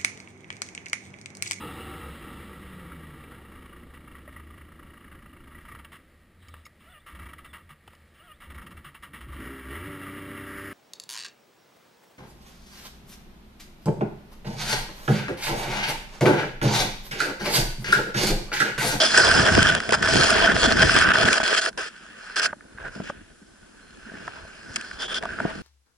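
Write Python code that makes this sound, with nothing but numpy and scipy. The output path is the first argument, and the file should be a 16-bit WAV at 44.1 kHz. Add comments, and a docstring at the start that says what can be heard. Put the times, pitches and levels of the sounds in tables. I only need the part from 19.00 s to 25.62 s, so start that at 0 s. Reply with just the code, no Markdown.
"""Dry stalks and leaves drag over the plastic housing of a body-worn camera pushed through undergrowth.
From the start stick-slip jerks drive noise through the housing's modes, over bass thumps of the body's
jolts and a steady hiss. Single snaps strike the modes from half a second on. As the scraping thins near
3 s a faint insect buzzes as a narrow noise band; from 3.5 s twigs knock as short decaying sines.
Each mode reaches the two microphones with its own balance and phase."""
import sys
import numpy as np
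from scipy import signal
from scipy.fft import rfft, irfft, next_fast_len
from scipy.io import wavfile
from scipy.ndimage import uniform_filter1d

SR = 44100
rng = np.random.default_rng(int(sys.argv[2]) if len(sys.argv) > 2 else 0)


def master_out(mix):
    """Clip the mix to full scale and print it as 16-bit PCM to the path in sys.argv[1]."""
    frames = np.transpose(np.atleast_2d(mix))
    ceiling = np.clip(frames, -1, 1)
    pcm = np.round(ceiling * 32767).astype(np.int16)
    wavfile.write(sys.argv[1], SR, pcm)


def undo_db(level):
    """Turn decibels back into plain size, where 20 dB means ten times bigger."""
    steps = np.asarray(level, float) / 20
    return 10 ** steps


N = 291940

# housing modes, here and in the functions: pitch_hz, width_hz, level_db, left_over_right_db, left_lead_rad
SHELL_MODES = [(1280, 212, -8, 1, 1.36), (1521, 203, 1.5, -3, 0.17), (1722, 245, -5.5, 1, 0.44)]
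BACK_MODES = [(433, 238, 2.5, -1, -1.6), (927, 860, -3.5, 1.5, -1.5)]
PLATE_MODES = [(652, 74, 0, 0, -0.11)]
MOUNT_MODES = [(173, 44, -7, 0.69, -1.8), (223, 77, -1.5, .5, 0.1), (311, 124, -4, 0, -2.5)]


def unit(x):
    """x brought to rms 1 over every eighth of a second."""
    power = uniform_filter1d(x ** 2, SR // 8)
    return x / np.sqrt(power.clip(1e-12))


def curves(rows):
    """One value per sample for each column after the time."""
    s, *columns = np.transpose(rows)
    return [np.interp(np.arange(N) / SR, s, column) for column in columns]


def drift(per_s, depth_db):
    """A slow random gain: per_s random knots a second, joined by straight lines."""
    knots = undo_db(depth_db * rng.standard_normal(200))
    return np.interp(np.arange(N) / SR * per_s, np.arange(200), knots)


def jerks(per_s, spread_db, t60_s):
    """Force envelope of stick-slip: random releases of uneven but bounded size, each dying quickly."""
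    draws = rng.random((N // 64, 2))
    waits_s = -np.log(draws[:, 0]) / per_s
    at = (np.cumsum(waits_s) * SR).astype(int)
    sizes = undo_db(-spread_db * np.log(draws[:, 1].clip(.035)))
    force = np.bincount(at.clip(0, N), sizes, N)[:N]
    decay = undo_db(-60 / (t60_s * SR))
    return unit(signal.lfilter([1], [1, -decay], force))


def ring(modes, level_db, slips, glide, taps, own_per_s, apart, puff):
    """Noise under the rubbing force and the taps drive each mode; each microphone hears it at its own phase."""
    size = next_fast_len(N + 8192, True)
    f = np.fft.rfftfreq(size, 1 / SR)
    shapes = []
    for hz, width_hz, db, _, _ in modes:
        resonance = 1j * f * width_hz / (hz * hz - f * f + 1j * f * width_hz)
        shapes.append(undo_db(db) * resonance ** 1.572)
    whole = sum(shapes)
    norm = np.sqrt(np.mean(np.sum(np.abs(shapes) ** 2, 0)))
    level = undo_db(level_db)
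    side = np.array([[1], [-1]]) / 2  # left, right

    strike = rfft(taps, size) * norm / np.abs(irfft(whole, size)).max()
    # a snap rattles on for a moment as noise
    after = puff * signal.lfilter([1], [1, -undo_db(-60 / (0.022 * SR))], taps)
    near = level * unit(slips + glide) * rng.standard_normal((2, N))  # rubbing heard separately by each microphone, unrelated left and right
    out = apart * rfft(near, size) * whole
    for shape, (_, _, _, pan_db, lead_rad) in zip(shapes, modes):
        own = jerks(own_per_s, spread_db=2.0, t60_s=0.062)  # each mode is also caught by stalks of its own
        rub = level * unit(slips * (0.09 + own) + glide)
        force = rub * drift(16, depth_db=3.0) + after  # the contact spot wanders
        drive = (rfft(force * rng.standard_normal(N), size) + strike) * shape
        out = out + drive * (undo_db(pan_db * side) * np.exp(1j * lead_rad * side))
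    return irfft(out / norm, size)[:, :N]


def rubbing():
    """Pressure and crispness in dB: strokes grip fast, swell or sag and let go; stronger contact sets colour."""
    # strokes of stalks: start_s, length_s, start_pressure_db, swell_to_end_db, crispness_db
    strokes = [(0.0, 0.065, -21, 3.5, 10.5), (0.068, 0.12, -29, 7, 8), (0.138, 0.15, -15.5, -5, 5),
               (0.279, 0.11, -17, -6.5, 3.5), (0.356, 0.11, -18.5, -5, 3), (0.446, 0.068, -14, -8.5, 0.5),
               (0.519, .1, -17.5, 0, 0), (0.621, 0.08, -23, 8, 1.5), (0.696, 0.033, -20, -1.5, -4),
               (0.735, 0.052, -21, -9, -6), (0.782, .085, -49, -11, 3), (0.891, .03, -27.5, -3.5, -3),
               (0.921, 0.026, -18.5, 3.5, 3), (.96, 0.078, -41, 1, -9), (1.022, 0.043, -21.5, -2.5, 1.5),
               (1.077, 0.23, -21, 4.5, 4.5), (1.307, 0.17, -19, 3, -2.5), (1.478, 0.053, -19, -3.5, -4.5),
               (1.541, 0.12, -29, 13.5, 3), (1.671, 0.053, -25, 11.5, 0), (1.73, 0.049, -25, -12, 2),
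               (1.76, 0.069, -24, 13.5, 1), (1.838, 0.15, -21.5, 5.5, 1.5), (1.954, .088, -16, 1, -1),
               (2.041, 0.079, -19, 8, -13.5), (2.134, .1, -21, 5.5, -2), (2.252, 0.033, -16.5, 7, -1),
               (2.295, 0.085, -25, 10, 1.5), (2.399, .018, -28.5, 6, -3), (2.43, 0.12, -22.5, 4, 1),
               (2.558, .032, -23.5, 10, 4.5), (2.61, 0.077, -24.5, -1, 2.5), (2.774, 0.11, -25.5, -7, -1.5),
               (3.358, 0.039, -22.5, 0.5, 7), (3.397, .02, -25, -2, -7), (3.417, 0.04, -21.5, 9, 6),
               (3.798, 0.022, -46, -3, -13), (3.842, 0.042, -42.5, 1.5, -11),
               (4.033, 0.071, -39.5, 1.5, -2.5), (5.988, 0.036, -45, 13.5, 7),
               (6.026, 0.041, -30, -7.5, 1.5), (6.078, 0.053, -38, 12, -3.5), (6.14, 0.046, -26.5, -3.5, 3)]
    # light brushing of leaves between the strokes: time_s, pressure_db, crispness_db
    brushing = [(0, -29, 2), (2.66, -44.5, -4.5), (2.71, -60, -13), (2.77, -55, -17), (2.9, -45.5, -4),
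                (3.15, -44.5, -7.5), (3.25, -39, -4.5), (3.48, -38, -7), (3.56, -59, -8), (3.76, -54.5, -7),
                (3.8, -44.5, -12), (3.9, -50.5, -4), (3.94, -42, -1), (4.12, -44, -14), (4.2, -49.5, -14),
                (4.41, -60, -2), (4.89, -51.5, -5), (5.26, -38.5, -8.5), (5.45, -45, -6.5), (5.67, -45, 0),
                (5.78, -41, 1.5), (5.89, -42.5, 1.5), (5.97, -44.5, 0), (6.2, -48.5, -11),
                (6.23, -36.5, -9), (6.35, -37.5, -6.5), (6.5, -33.5, -10), (6.62, -43.5, -1.5)]
    grip_s, let_go_db_per_s = 0.002, 1511
    brush_db, brush_crisp_db = curves(brushing)
    power = undo_db(2 * brush_db)
    crisp = brush_crisp_db * power
    for start_s, length_s, db, swell_db, crisp_db in strokes:
        at = round(start_s * SR)
        t = np.arange(round(length_s * SR) + SR // 20) / SR
        swell = swell_db * np.clip(t / length_s, 0, 1)
        release_db = let_go_db_per_s * np.clip(t - length_s, 0, None)
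        stroke = (undo_db(db + swell - release_db) * np.clip(t / grip_s, 0, 1)) ** 2
        power[at:at + len(t)] += stroke
        crisp[at:at + len(t)] += crisp_db * stroke
    return 10 * np.log10(power), crisp / power


def body(hz, load_db, follows):
    """Level in dB of a low part tuned near hz: the steady load plus the jolts that lie near its pitch."""
    # steady load of the wearer's body on strap and mount, ahead of each part's scaling: time_s, level_db
    load = [(0, -55), (.25, -40.5), (.75, -40), (.83, -65), (.99, -47), (1.1, -41), (2.1, -36), (2.17, -71),
            (2.37, -55), (2.7, -62), (3.3, -68), (3.55, -64.5), (3.75, -64), (4.2, -59.5), (4.39, -69.5),
            (5.0, -61.5), (5.6, -62.5), (6.62, -50)]
    # jolts of the body: peak_s, peak_db, pitch_hz
    jolts = [(.01, -33, 220), (.16, -38, 199), (.29, -24, 69.6), (.39, -17.5, 138), (.58, -13.5, 125),
             (.68, -23.5, 89.5), (.74, -31, 90), (.92, -36.5, 111), (1.03, -27.5, 122), (1.17, -14.5, 140),
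             (1.56, -28.5, 90), (1.67, -23, 55), (1.77, -26.5, 190), (1.83, -22, 130), (1.87, -27.5, 100),
             (1.92, -32, 60), (1.97, -21.5, 149), (2.1, -23, 142), (2.26, -21, 156), (3.37, -54, 220),
             (3.48, -45, 200), (3.56, -55.5, 50), (3.74, -59.5, 45), (3.855, -40, 60), (3.9, -46, 40),
             (4.04, -52, 40), (4.019, -37.5, 210), (4.16, -44.5, 60), (4.43, -53, 220), (5.16, -40.5, 220),
             (5.27, -45.5, 111), (5.42, -48.5, 40), (5.7, -41, 130), (5.77, -49, 199), (5.92, -67, 220),
             (5.95, -45, 49.7), (6.19, -51, 220), (6.42, -33, 180), (6.53, -51, 40.3), (6.61, -36, 220)]
    rise_db_per_s, fall_db_per_s, loss_db_per_octave = 169, 216, 13.5
    t = np.arange(0, N + 64, 64) / SR
    peak_s, peak_db, pitch_hz = np.transpose(jolts)[:, :, None]
    away_db = np.where(t < peak_s, rise_db_per_s * (peak_s - t), fall_db_per_s * (t - peak_s))
    detuned_db = loss_db_per_octave * np.abs(np.log2(pitch_hz / hz))
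    jolt_power = undo_db(2 * (peak_db - away_db - detuned_db)).sum(0)
    load_power = undo_db(2 * (follows * curves(load)[0] + load_db))
    return 10 * np.log10(load_power + np.interp(np.arange(N) / SR, t, jolt_power))


def blows():
    """Impulses of the snaps and taps, one row for each group of parts: shell, back, edge, port, mount."""
    # time_s, shell_level_db, then against the shell: brightness_db, weight_db
    snaps = [(0.5515, -9, -6, -10), (0.577, -15, -13, 3.5), (0.598, -40, -5, -8), (0.6287, -13.5, 1.5, -9),
             (0.7036, -15, -9, -15), (0.7496, -10.5, -4.5, -13), (0.8026, -12.5, -10, -32),
             (0.892, -18, -4, -2.5), (0.9077, -23, 3, -17), (0.924, -15, -1.5, 0),
             (1.0266, -8.5, -8.5, -39), (1.074, -12, -10, -21), (1.1096, -14, -5, -22),
             (1.1256, -16, -24, -23), (1.1374, -14.5, 0, -9), (1.1442, -16, -1, -8),
             (1.1581, -13.5, -4, -6), (1.366, -8.5, -25, -14), (1.525, -15, -13.5, -11.5),
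             (1.565, -10, -19, -9.5), (1.697, -25, -25, -11), (1.715, -8, -20, -11),
             (1.7887, -11.5, -17, -21.5), (1.811, -21, -21, -14), (1.8946, -5, -24, -30),
             (1.9469, -13, -6, -17), (1.988, -10, -3, -12), (2.0303, -28, -9, -17), (2.074, -7, -28, -28),
             (2.1066, -10, -47, -28), (2.1177, -7, -20, -48), (2.155, -5.5, -21, -45),
             (2.2485, -16, -11, -27), (2.3293, -12.5, 2.5, -19), (2.4021, -22, -12, 1.5),
             (2.4317, -21, -23, -1), (2.6612, -12.5, -7.5, -24.5), (2.729, -38.5, -10, -27),
             (2.7775, -30, 3, -25), (3.3684, -14, -10, -24), (3.4524, -13, -13.5, -21.5),
             (3.6084, -37.5, -26, -20.5), (3.776, -34, -25, -25), (5.2795, -36, -5, -7),
             (5.7596, -24.5, 7, -17), (5.7649, -20.5, -11.5, -21), (5.8115, -30.5, 0, -15.5),
             (5.913, -23.5, -19.5, -24.5), (6.1429, -31, -2.5, -24), (6.1834, -31.5, 1.5, -5),
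             (6.226, -21, -15, -12), (6.2355, -30.5, -4.5, -9), (6.2545, -29, -8, -8.5),
             (6.403, -30, -6.5, -7)]
    out = np.zeros((5, N))
    for s, db, bright_db, weight_db in snaps:
        part_db = np.array([0, weight_db, bright_db - 5.0, 1.15 * bright_db - 0.5, weight_db - 5.5])
        out[:, round(s * SR)] = -undo_db(db + part_db)
    return out


def housing():
    """The parts share the jerks; light contact glides, hard contact sticks and slips."""
    # modes of the parts, columns as above
    edge = [(2480, 850, -1, 1.3, 1.88), (2734, 570, -0.5, -0.4, 3.8)]
    rim = [(3164, 200, -0.69, -0.65, 1), (3363, 210, -1.3, .5, 0.096)]
    port = [(4360, 510, -1, -2, 1.5), (5020, 450, 2, -1.5, .3), (5193, 690, -3, -1.5, 0.41)]
    grille = [(5910, 680, -3.5, 2.5, .4), (6840, 1500, -0.5, 4, 2), (7790, 330, -4, -10.5, .3),
              (8530, 87, -2, 2, 2.7), (9010, 640, -4.5, 7.5, 1.9), (10100, 380, -8, -3, 1.7)]
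    fastener = [(83, 87, -1.5, 0.72, 0.086), (124, 160, 0.43, 0.61, .2)]
    strap = [(29.3, 10.5, 0, 1.3, .1), (50.3, 59, 0.0039, 0.74, .1)]
    # how the contact lies: time_s, flat_on_wide_faces_db, caught_on_rim_db
    contact = [(0, 9.5, 7), (.11, -3.5, 0), (.44, 7, 1.5), (.55, 2.5, -1), (.66, -0.5, 4.5), (.8, 8, 4.5),
               (.93, 7, -0.5), (1.1, 4, 3.5), (1.21, 2.5, 3), (1.32, -2.5, 0.5), (1.55, 5.5, 3),
               (1.76, 4, 3.5), (1.9, -4.5, -2), (2.1, -11, -2.5), (2.19, 6, 5.5), (2.3, 1, -3),
               (2.45, 0.5, 0), (2.62, -7.5, 4), (2.73, 17.5, -4), (2.85, -9.5, 1.5), (3.0, -0.5, -2),
               (3.42, -11.5, -5), (3.5, 3.5, -12.5), (3.83, 13, -8), (3.95, 0, -12), (4.05, -8, -1.5),
               (4.5, 8.5, 0.5), (5.15, -5, -8), (5.4, 4, -6), (5.6, -1.5, -11), (5.94, 2.5, 4),
               (6.02, 3, 14.5), (6.16, -3, 11), (6.21, 11, 2), (6.32, 0, -11), (6.5, 7, -4), (6.62, -1, -6)]
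    rub_db, crisp_db = rubbing()
    flat_db, rim_db = curves(contact)
    glide = np.clip(undo_db(-.6 * (rub_db + 10.0)), .15, 3)
    slips = jerks(per_s=300, spread_db=4.5, t60_s=0.0081)
    drags = 0.7 * slips + 0.67 * jerks(per_s=180, spread_db=3.0, t60_s=0.052)  # adds slower tugs
    shell_hit, back_hit, edge_hit, port_hit, mount_hit = blows()

    out = ring(SHELL_MODES, rub_db - 3.0, drags, glide, 0.79 * shell_hit,
               own_per_s=60, apart=0.25, puff=1.0)
    out += ring(BACK_MODES, rub_db - 9.5 + 0.62 * flat_db, drags, glide, 2.4 * back_hit,
                own_per_s=44, apart=0.41, puff=0.64)
    out += ring(PLATE_MODES, 1.226 * rub_db - 10.5 + 0.94 * flat_db, drags, glide, 0.78 * back_hit,
                own_per_s=38, apart=0.063, puff=0.65)
    out += ring(edge, rub_db - 13 + 0.1 * crisp_db, slips, glide, 1.0 * edge_hit,
                own_per_s=100, apart=0.77, puff=1.5)
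    out += ring(rim, rub_db - 14.5 + 0.32 * crisp_db + rim_db, slips, glide, 0.77 * edge_hit,
                own_per_s=60, apart=0.44, puff=1.0)
    out += ring(port, rub_db - 11.5 + crisp_db, slips, glide, 0.87 * port_hit,
                own_per_s=24, apart=0.46, puff=0.73)
    out += ring(grille, 0.89 * rub_db - 19.5 + 0.87 * crisp_db, slips, glide, 0.92 * port_hit,
                own_per_s=75, apart=0.48, puff=0.59)
    out += ring(MOUNT_MODES, body(hz=209, load_db=5, follows=0.98), drags, 0.29 * glide, 1.2 * mount_hit,
                own_per_s=30, apart=0.63, puff=0.79)
    out += ring(fastener, body(hz=100, load_db=10, follows=1.27), drags, 0.7 * glide, 0.3 * mount_hit,
                own_per_s=45, apart=0.4, puff=1.0)
    out += ring(strap, body(hz=42, load_db=-7, follows=0.86), 2.3 * slips, glide, 0.1 * mount_hit,
                own_per_s=7, apart=0.4, puff=0.8)
    return out


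def hiss():
    """The microphones' own noise, white and unrelated left and right."""
    return undo_db(-58) * rng.standard_normal((2, N))


def insect():
    """A far insect's buzz: noise through one narrow mode, nearly steady but for its level curve."""
    # time_s, level_db
    levels = [(2.88, -90), (2.95, -81), (3.34, -56), (3.5, -81), (4.7, -82), (4.85, -69.5), (5.3, -67),
              (5.7, -70), (6.62, -70)]
    # the note: pitch_hz, width_hz, level_db, left_over_right_db, left_lead_rad
    song = [(4190, 40, 0, 5.5, 0.95)]
    (level_db,) = curves(levels)
    return ring(song, level_db, np.ones(N), 6, np.zeros(N), own_per_s=24, apart=0.55, puff=0)


def knocks():
    """A twig's blunt blow rings only low modes, cleanly, each rising in about a cycle and dying by its width."""
    # time_s, level_db, best_rung_pitch_hz, loss_away_db_per_octave
    twigs = [(3.5297, -17, 1110, 6.5), (3.784, -24.5, 1540, 23.5), (3.9614, -20, 223, 9),
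             (3.976, -21, 223, 9), (4.0012, -14, 230, 6.5), (4.018, -42, 223, 11), (4.0988, -16, 1120, 3.5),
             (5.1174, -27, 260, 6), (5.2054, -28, 260, 14), (5.2785, -13.5, 1130, 17),
             (5.4494, -34, 440, 5), (6.2333, -17.5, 700, 5), (6.2548, -14, 1300, 7),
             (6.3875, -17, 1520, 16), (6.4018, -12.5, 1110, 8), (6.4519, -3, 306, 10),
             (6.4587, -12, 237, 16)]
    out = np.zeros((2, N + SR))
    t = np.arange(SR // 8) / SR
    side = np.array([[1], [-1]]) / 2  # left, right
    struck = SHELL_MODES[:2] + BACK_MODES + PLATE_MODES + MOUNT_MODES[1:]
    for s, level_db, best_hz, loss_db in twigs:
        at = round(s * SR)
        for hz, width_hz, _, pan_db, lead_rad in struck:
            db = level_db - loss_db * abs(np.log2(hz / best_hz))
            hz = hz * rng.normal(1, 0.06)  # no two blows ring quite the same pitch
            fade = np.exp(-np.pi * np.clip(width_hz, 70, 140) * t)
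            rise = 1 - np.exp(-1.5 * hz * t)
            tone = np.sin(2 * np.pi * hz * t + 0.5 * lead_rad * side)
            out[:, at:at + len(t)] += undo_db(db + pan_db * side) * fade * rise * tone
    return out[:, :N]


def scene():
    """The sum of the rubbed and struck housing, the microphone hiss, the insect and the twigs."""
    return housing() + hiss() + insect() + knocks()


def low_pass(x):
    """Removes everything above the highest recorded frequency."""
    return signal.sosfilt(signal.butter(12, 11910, fs=SR, output="sos"), x)


def record(dry):
    """The camera rounds off loud peaks and keeps nothing above its band limit."""
    top_hz = 11050
    soft = dry / (1 + np.abs(dry / 0.75) ** 4) ** (1 / 4)
    size = next_fast_len(N + 8192)
    passed = np.fft.rfftfreq(size, 1 / SR) < top_hz
    mix = irfft(rfft(soft, size) * passed, size)[:, :N]
    return low_pass(mix)


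dry = scene()
out = record(dry)
master_out(out)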